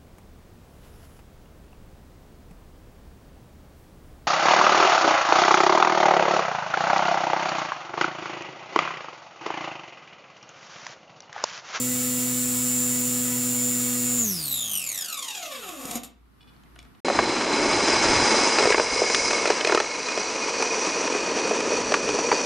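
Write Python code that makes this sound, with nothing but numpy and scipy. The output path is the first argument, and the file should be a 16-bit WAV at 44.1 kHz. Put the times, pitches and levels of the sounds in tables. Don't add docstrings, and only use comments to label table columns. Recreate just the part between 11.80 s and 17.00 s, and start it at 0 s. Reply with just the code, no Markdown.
import sys
import numpy as np
from scipy import signal
from scipy.fft import rfft, irfft, next_fast_len
from scipy.io import wavfile
from scipy.ndimage import map_coordinates

SR = 44100
rng = np.random.default_rng(int(sys.argv[2]) if len(sys.argv) > 2 else 0)


def generate_wav(sig):
    pcm = np.round(np.clip(np.atleast_2d(sig).T, -1, 1) * 32767).astype(np.int16)
    wavfile.write(sys.argv[1], SR, pcm)


N = 229482


def amp(db):
    return 10 ** (np.asarray(db) / 20)


def unit(x):
    return x / np.sqrt(np.mean(x ** 2) + 1e-20)


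def along(points, hz):
    f, v = np.transpose(points)
    return np.interp(np.log(hz + 1), np.log(f + 1), v)


def curves(rows):
    s, *cols = np.transpose(rows)
    return [np.interp(np.arange(N) / SR, s, c) for c in cols]


def wobble(rate):
    knots = rng.standard_normal(int(N * rate / SR) + 4)
    return map_coordinates(knots, [np.arange(N) * rate / SR], order=1)


def filtered(x, response):
    m = next_fast_len(N + SR // 2)
    spectrum = rfft(x, m) * response(np.fft.rfftfreq(m, 1 / SR))
    return irfft(spectrum, m)[..., :N]


def noise(spectrum, channels=1):
    white = rng.standard_normal((channels, N))
    return unit(filtered(white, lambda hz: amp(along(spectrum, hz))))


# time in seconds, speed in turns per second.
SPEED = [(0.06, 124.78), (1.2, 123.72), (2.3, 122.94), (2.375, 122.3), (2.42, 117.3), (2.58, 83),
         (2.66, 71.46), (2.74, 63.8), (2.98, 48.1), (3.06, 40.6), (3.3, 23.8), (3.62, 12.2), (3.78, 8.7),
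         (4.02, 4.4), (4.1, 3.95)]
PASS_S = 3.066


def shaft():
    s, speed = np.transpose(SPEED)
    speed = np.exp(np.interp(np.arange(N) / SR, s, np.log(speed)))
    turns = np.cumsum(speed) / SR
    return speed, turns - turns[int(PASS_S * SR)]


def tones(orders, turns, unsteady_db, rate):
    fast = turns[turns < 6]
    x = 0
    for k, db in orders:
        level = np.sqrt(2) * amp(db + unsteady_db * wobble(rate)[:len(fast)])
        x = x + level * np.sin(2 * np.pi * (k * fast + rng.random()))
    return np.pad(x, (0, N - len(fast)))


# multiple of shaft speed, level in dB rms.
LOW_TONES = [(1.0, -43), (2.0, -34), (2.84, -53), (3.84, -68.5), (4.0, -43), (4.53, -65), (5.53, -61),
             (6.0, -60.5), (6.53, -61), (7.53, -85.5), (8.0, -59.5), (10.0, -57), (10.38, -60),
             (10.56, -62.5), (12.0, -60.5), (14.0, -62), (16.0, -58.5), (18.0, -55), (20.0, -68.5),
             (22.0, -62.5), (22.66, -58), (24.0, -57.5)]
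# frequency in Hz, relative density in dB per Hz.
AIR = [(20, -15.5), (70, -9), (180, -5.5), (350, -10), (700, -15.5), (1250, -13.5), (2000, -12.5),
       (5300, -9.5), (7000, -3), (8000, -5.5), (9000, -3.5), (10000, -6.5), (11700, -1.5), (13800, -12.5),
       (15000, -0.5), (15800, -5)]


def propeller(speed, turns):
    slowing = np.log10(speed / speed[0])
    lows = tones(LOW_TONES[:2], turns, unsteady_db=0.35, rate=43) * amp(65.6 * slowing)
    middle = tones(LOW_TONES[2:5], turns, unsteady_db=1.5, rate=16) * amp(42 * slowing)
    highs = tones(LOW_TONES[5:], turns, unsteady_db=5.0, rate=25) * amp(78 * slowing)
    throb_db = 0.65 * np.cos(2 * np.pi * turns) + 1.7 * np.cos(4 * np.pi * turns) + 0.4 * wobble(30)
    rush = amp(-29.5 + 38.5 * slowing + throb_db) * noise(AIR)[0]
    return filtered(lows + middle, bench) + highs, rush


BENCH_HZ, BENCH_WIDTH_HZ = 189.7, 57.5
BENCH_DB = 3.5


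def bench(f):
    damping = 1j * f * BENCH_WIDTH_HZ
    return 1 + amp(BENCH_DB) * damping / (BENCH_HZ ** 2 - f * f + damping)


# multiple of shaft speed, level in dB rms.
MESH = [(53.47, -55.0), (54.0, -53.0), (54.28, -52.0), (55.0, -49.0), (56.0, -54.0), (57.0, -46.0),
        (57.16, -52.0), (57.47, -49.0), (58.0, -32.0), (59.0, -37.0), (60.0, -51.0), (61.0, -48.0),
        (62.0, -38.0), (64.0, -50.0), (65.0, -55.0), (66.0, -46.0), (67.0, -46.0), (68.0, -51.0),
        (69.0, -53.0), (71.0, -52.0), (72.47, -45.0), (74.0, -54.0), (75.0, -53.0), (77.0, -54.0),
        (81.0, -55.0), (82.0, -54.0), (83.0, -55.0), (85.0, -55.0), (87.0, -55.0), (117.0, -51.0),
        (119.0, -55.0), (120.0, -50.0), (122.0, -50.0), (123.0, -52.0)]
# time in seconds, whine level in dB.
LOAD = [(.55, -0.5), (1, 3), (1.4, 0.5), (2.35, 0.5)]
# multiple of tooth rate, relative level in dB.
TEETH = [(1, 6.5), (2, 3.5), (3, 4.5), (4, 3.5), (5, 0), (6, 2), (7, -1.5), (8, -7), (9, 1.5)]
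# share of a turn, swell in dB before speed scales it.
PLANETS = [(-.02, 16.5), (.33, 14.5), (.68, -1)]
TEETH_PER_TURN = 60
CUT_S, UNLOAD_DB_PER_S = 2.39, 350
BRAKE_MUTES_DB = 2.5


def gears(speed, turns):
    unload_db = UNLOAD_DB_PER_S * np.maximum(np.arange(N) / SR - CUT_S, 0)
    whine = amp(curves(LOAD)[0] - unload_db) * tones(MESH, turns, unsteady_db=2.0, rate=6.5)
    tone_db, grind_db = slack(speed)
    passing = sum(db * bump(turns - at) for at, db in PLANETS)
    swell_db = wobble(25) + np.tanh(speed / 14) * (passing - 5)
    tooth = TEETH_PER_TURN * turns
    count = np.arange(int(tooth[0]) - 1, int(tooth[-1]) + 2)

    def wander(teeth):
        return np.interp(tooth / teeth, count, rng.standard_normal(len(count)))

    scatter = (.012 + .22 / speed) * wander(1) + .035 * wander(5)
    tooth = tooth + scatter
    chatter, muted_db = 0, BRAKE_MUTES_DB * braking()
    for k, db in TEETH:
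        sharp_db = min(k / 3 + .15, 1) * swell_db + 2.2 * wander(12)
        audible = k * TEETH_PER_TURN * speed < SR * .4
        level = audible * amp(db + sharp_db - (k < 3) * muted_db)
        chatter = chatter + level * np.sin(2 * np.pi * k * tooth + 1.3 * wander(7))
    grind = rng.standard_normal(N) * (1 + 0.36 * np.cos(2 * np.pi * tooth))
    rattle = amp(tone_db) * chatter + amp(0.39 * swell_db + grind_db) * grind
    return whine, filtered(rattle, body)


SLACK_LEAD_S, SLACK_DB_PER_S = .04, 301
COAST_SPEED = 60
CHATTER_DB, CHATTER_DB_PER_DECADE = -36.5, 11
GRIND_DB, GRIND_DB_PER_DECADE = -34.5, 4.5
SNATCH_S, SNATCH_WIDTH_S, SNATCH_DB = 2.44, 0.11, 6
STOP_S, SHUDDER_S, SHUDDER_DB = 4.175, 0.15, 11
HALT_DB_PER_S = 1400


def slack(speed):
    t = np.arange(N) / SR
    slowing = np.minimum(np.log10(speed / COAST_SPEED), 0)
    shudder_db = SHUDDER_DB * np.exp(np.minimum(t - STOP_S, 0) / SHUDDER_S)
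    shudder_db = shudder_db - HALT_DB_PER_S * np.maximum(t - STOP_S, 0)
    snatch_db = SNATCH_DB * np.exp(-((t - SNATCH_S) / SNATCH_WIDTH_S) ** 2)

    def before(s):
        return SLACK_DB_PER_S * np.minimum(t - s, 0)

    tone_db = CHATTER_DB + CHATTER_DB_PER_DECADE * slowing + snatch_db + before(CUT_S)
    grind_db = GRIND_DB + GRIND_DB_PER_DECADE * slowing - snatch_db + before(CUT_S - SLACK_LEAD_S)
    return tone_db + shudder_db, grind_db + shudder_db


PASS_SKEW = 0.57


def bump(turns):
    angle = 2 * np.pi * turns
    return np.exp(4 * (np.cos(angle + PASS_SKEW * (np.cos(angle) - 1)) - 1))


# centre in Hz, width in Hz, level in dB.
BODY = [(241, 100, -6.5), (550, 75, -2), (724, 108, -6.5), (1168, 105, -1.5), (2640, 740, -7.5),
        (3810, 384, -1.5), (4800, 870, -8.5), (7040, 670, 2), (8855, 310, 1), (11700, 1340, -0.5),
        (12800, 820, -23)]
EVEN, FADE_HZ = 0.11, 15000


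def body(f):
    modes = 0
    for k, (centre, width, db) in enumerate(BODY):
        damping = 1j * f * width
        modes = modes + (-1) ** k * amp(db) * damping / (centre * centre - f * f + damping)
    return (EVEN + modes) / (1 + (f / FADE_HZ) ** 14)


# multiple of shaft speed, relative level in dB.
BRAKE_TONE = [(27.5, -14), (55, 0), (110, -3)]
BRAKE_S, BRAKE_RISE_S, BRAKE_DB = 2.97, .05, -39


def brake(turns):
    halt_db = HALT_DB_PER_S * np.maximum(np.arange(N) / SR - STOP_S, 0)
    level = braking() * amp(BRAKE_DB - halt_db)
    song = 0
    for k, db in BRAKE_TONE:
        song = song + amp(db + 3.4 * wobble(22)) * np.sin(2 * np.pi * k * turns + .5 * wobble(30))
    return filtered(level * song, body)


def braking():
    return np.clip((np.arange(N) / SR - BRAKE_S) / BRAKE_RISE_S, 0, 1)


# start in seconds, level in dB before the tube colours it,
# rattle's 60 dB decay in seconds, thud in dB against the rattle before a fixed gain of 2.2.
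FLOPS = [(3.89, -26.5, 0.035, -11.5), (4.053, -22, 0.029, 1), (4.111, -19.5, 0.038, -2.5),
         (4.155, -19.5, 0.041, -1.5), (4.175, -39, .04, 11.5), (4.2336, -27.5, 0.047, -1),
         (4.244, -31.5, 0.085, -2)]


def blades():
    x, t = np.zeros(N + SR), np.arange(SR // 3) / SR
    for s, db, t60, thud_db in FLOPS:
        rattle = rng.standard_normal(len(t)) * amp(-60 * t / t60)
        thud = amp(thud_db) * 2.2 * np.sin(2 * np.pi * 260 * t) * amp(-60 * t / 0.012)
        x[round(s * SR):][:len(t)] += amp(db) * (rattle + thud)
    return filtered(x[:N], body)


# start in seconds,
# length in seconds before an added 4.7 ms, level in dB rms before edges and unevenness.
SERVO = [(4.606, 0.025, -59.5), (4.672, 0.0027, -63), (4.676, 0.019, -60), (4.986, 0.015, -53.5)]
# multiple of the pulse rate, relative level in dB.
SERVO_TONE = [(5, -5), (6, -4), (7, 0), (8, -13), (9, -12), (10, -15), (11, -13), (17, -20), (18, -21),
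              (20, -24)]
# start in seconds, level in dB, ring in Hz,
# frequency in Hz above which the crack is dull (held to 15 kHz).
TICKS = [(4.747, -53, 2940, 4520), (4.7637, -50.5, 4420, 4500), (4.8358, -46.5, 3080, 5930),
         (4.8594, -47.5, 2032, 3030), (4.9568, -51, 9500, 11000), (4.9612, -39, 1490, 3500),
         (4.99, -35, 2310, 8300), (5.028, -43, 2230, 10900), (5.051, -46, 1550, 4500),
         (5.149, -47, 2950, 4030)]
SERVO_HZ = 490
KNOCK_HZ, KNOCK_T60_S, KNOCK_DB = 696, 0.037, -13


def small_sounds():
    x, t = np.zeros(N + SR), np.arange(SR // 20) / SR
    buzz = unit(sum(amp(db) * np.sin(2 * np.pi * k * SERVO_HZ * t) for k, db in SERVO_TONE))
    for s, length, db in SERVO:
        uneven = amp(3.5 * wobble(270)[:len(t)])
        edges = np.clip(np.minimum(t, length + 0.0047 - t) / 0.002, 0, 1)
        x[round(s * SR):][:len(t)] += amp(db) * uneven * buzz * edges
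    knock = amp(KNOCK_DB - 60 * t / KNOCK_T60_S) * np.sin(2 * np.pi * KNOCK_HZ * t)
    for s, db, hz, dull_hz in TICKS:
        ring = np.sin(2 * np.pi * hz * t) * amp(-60 * t / 0.027)
        lowpass = signal.butter(4, min(dull_hz, 15000), fs=SR)
        crack = unit(signal.lfilter(*lowpass, rng.standard_normal(len(t)))) * amp(-60 * t / .016)
        x[round(s * SR):][:len(t)] += amp(db) * (knock + .4 * ring + .5 * crack)
    return x[:N]


# frequency in Hz, 60 dB decay in seconds.
WALLS = [(200, 0.43), (2000, 0.42), (10000, 0.16)]


def walls(x):
    hz, t, z = signal.stft(rng.standard_normal((2, SR // 2)), SR, nperseg=256)
    decay = amp(-60 * t / along(WALLS, hz)[:, None])
    tail = signal.istft(z * decay, SR, nperseg=256)[1]
    return signal.fftconvolve(x[None], tail / np.linalg.norm(tail[0]), axes=1)[:, :N]


# time in seconds, hum in dB rms, murmur in dB rms.
ROOM = [(3.5, -81, -71), (4.25, -60, -62), (4.5, -63, -62.5), (4.95, -54.5, -52.5), (5.07, -56.5, -52.5),
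        (5.2, -78, -55.5)]
# frequency in Hz, relative density in dB per Hz.
MURMUR = [(25, -15), (60, -6), (120, -2), (280, -3.5), (600, -20), (1200, -12.5), (2500, -23.5),
          (4500, -28), (7000, -36), (11000, -32), (14000, -33), (14500, -89.5)]
HUM_HZ = 58.3


def room_tone():
    hum_db, murmur_db = curves(ROOM)
    hum = np.sqrt(2) * amp(hum_db + 2.0 * wobble(8.1)) * np.sin(2 * np.pi * HUM_HZ * np.arange(N) / SR)
    return hum + amp(murmur_db + 1.8 * wobble(4.9)) * noise(MURMUR, channels=2)


# frequency in Hz, gain of the side signal in dB.
SPREAD = [(60, 0.5), (92, -22), (140, -21), (210, -17.5), (330, -6), (500, -19.5), (770, -10.5),
          (1170, -7.5), (1790, -7.5), (2740, -13.5), (4190, -8), (6410, -64.5), (9810, -7.5), (15000, -9.5)]


def scene():
    speed, turns = shaft()
    low_tones, rush = propeller(speed, turns)
    whine, rattle = gears(speed, turns)
    small = small_sounds()
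    rough = rush + rattle + brake(turns) + blades()
    echo, apart = walls(rough + amp(-3.5) * small)
    side = filtered(apart, lambda hz: amp(along(SPREAD, hz)))
    side = side + amp(-16.5) * np.roll(low_tones, 60)
    mid = low_tones + whine + rough + small + amp(-6.5) * echo
    return np.array([mid + side, mid - side]) + room_tone()


TOP_HZ = 15800


def record(dry):
    return filtered(dry, lambda hz: np.sin(np.pi / 2 * np.clip((TOP_HZ - hz) / 120, 0, 1)) ** 2)


dry = scene()
out = record(dry)
generate_wav(out)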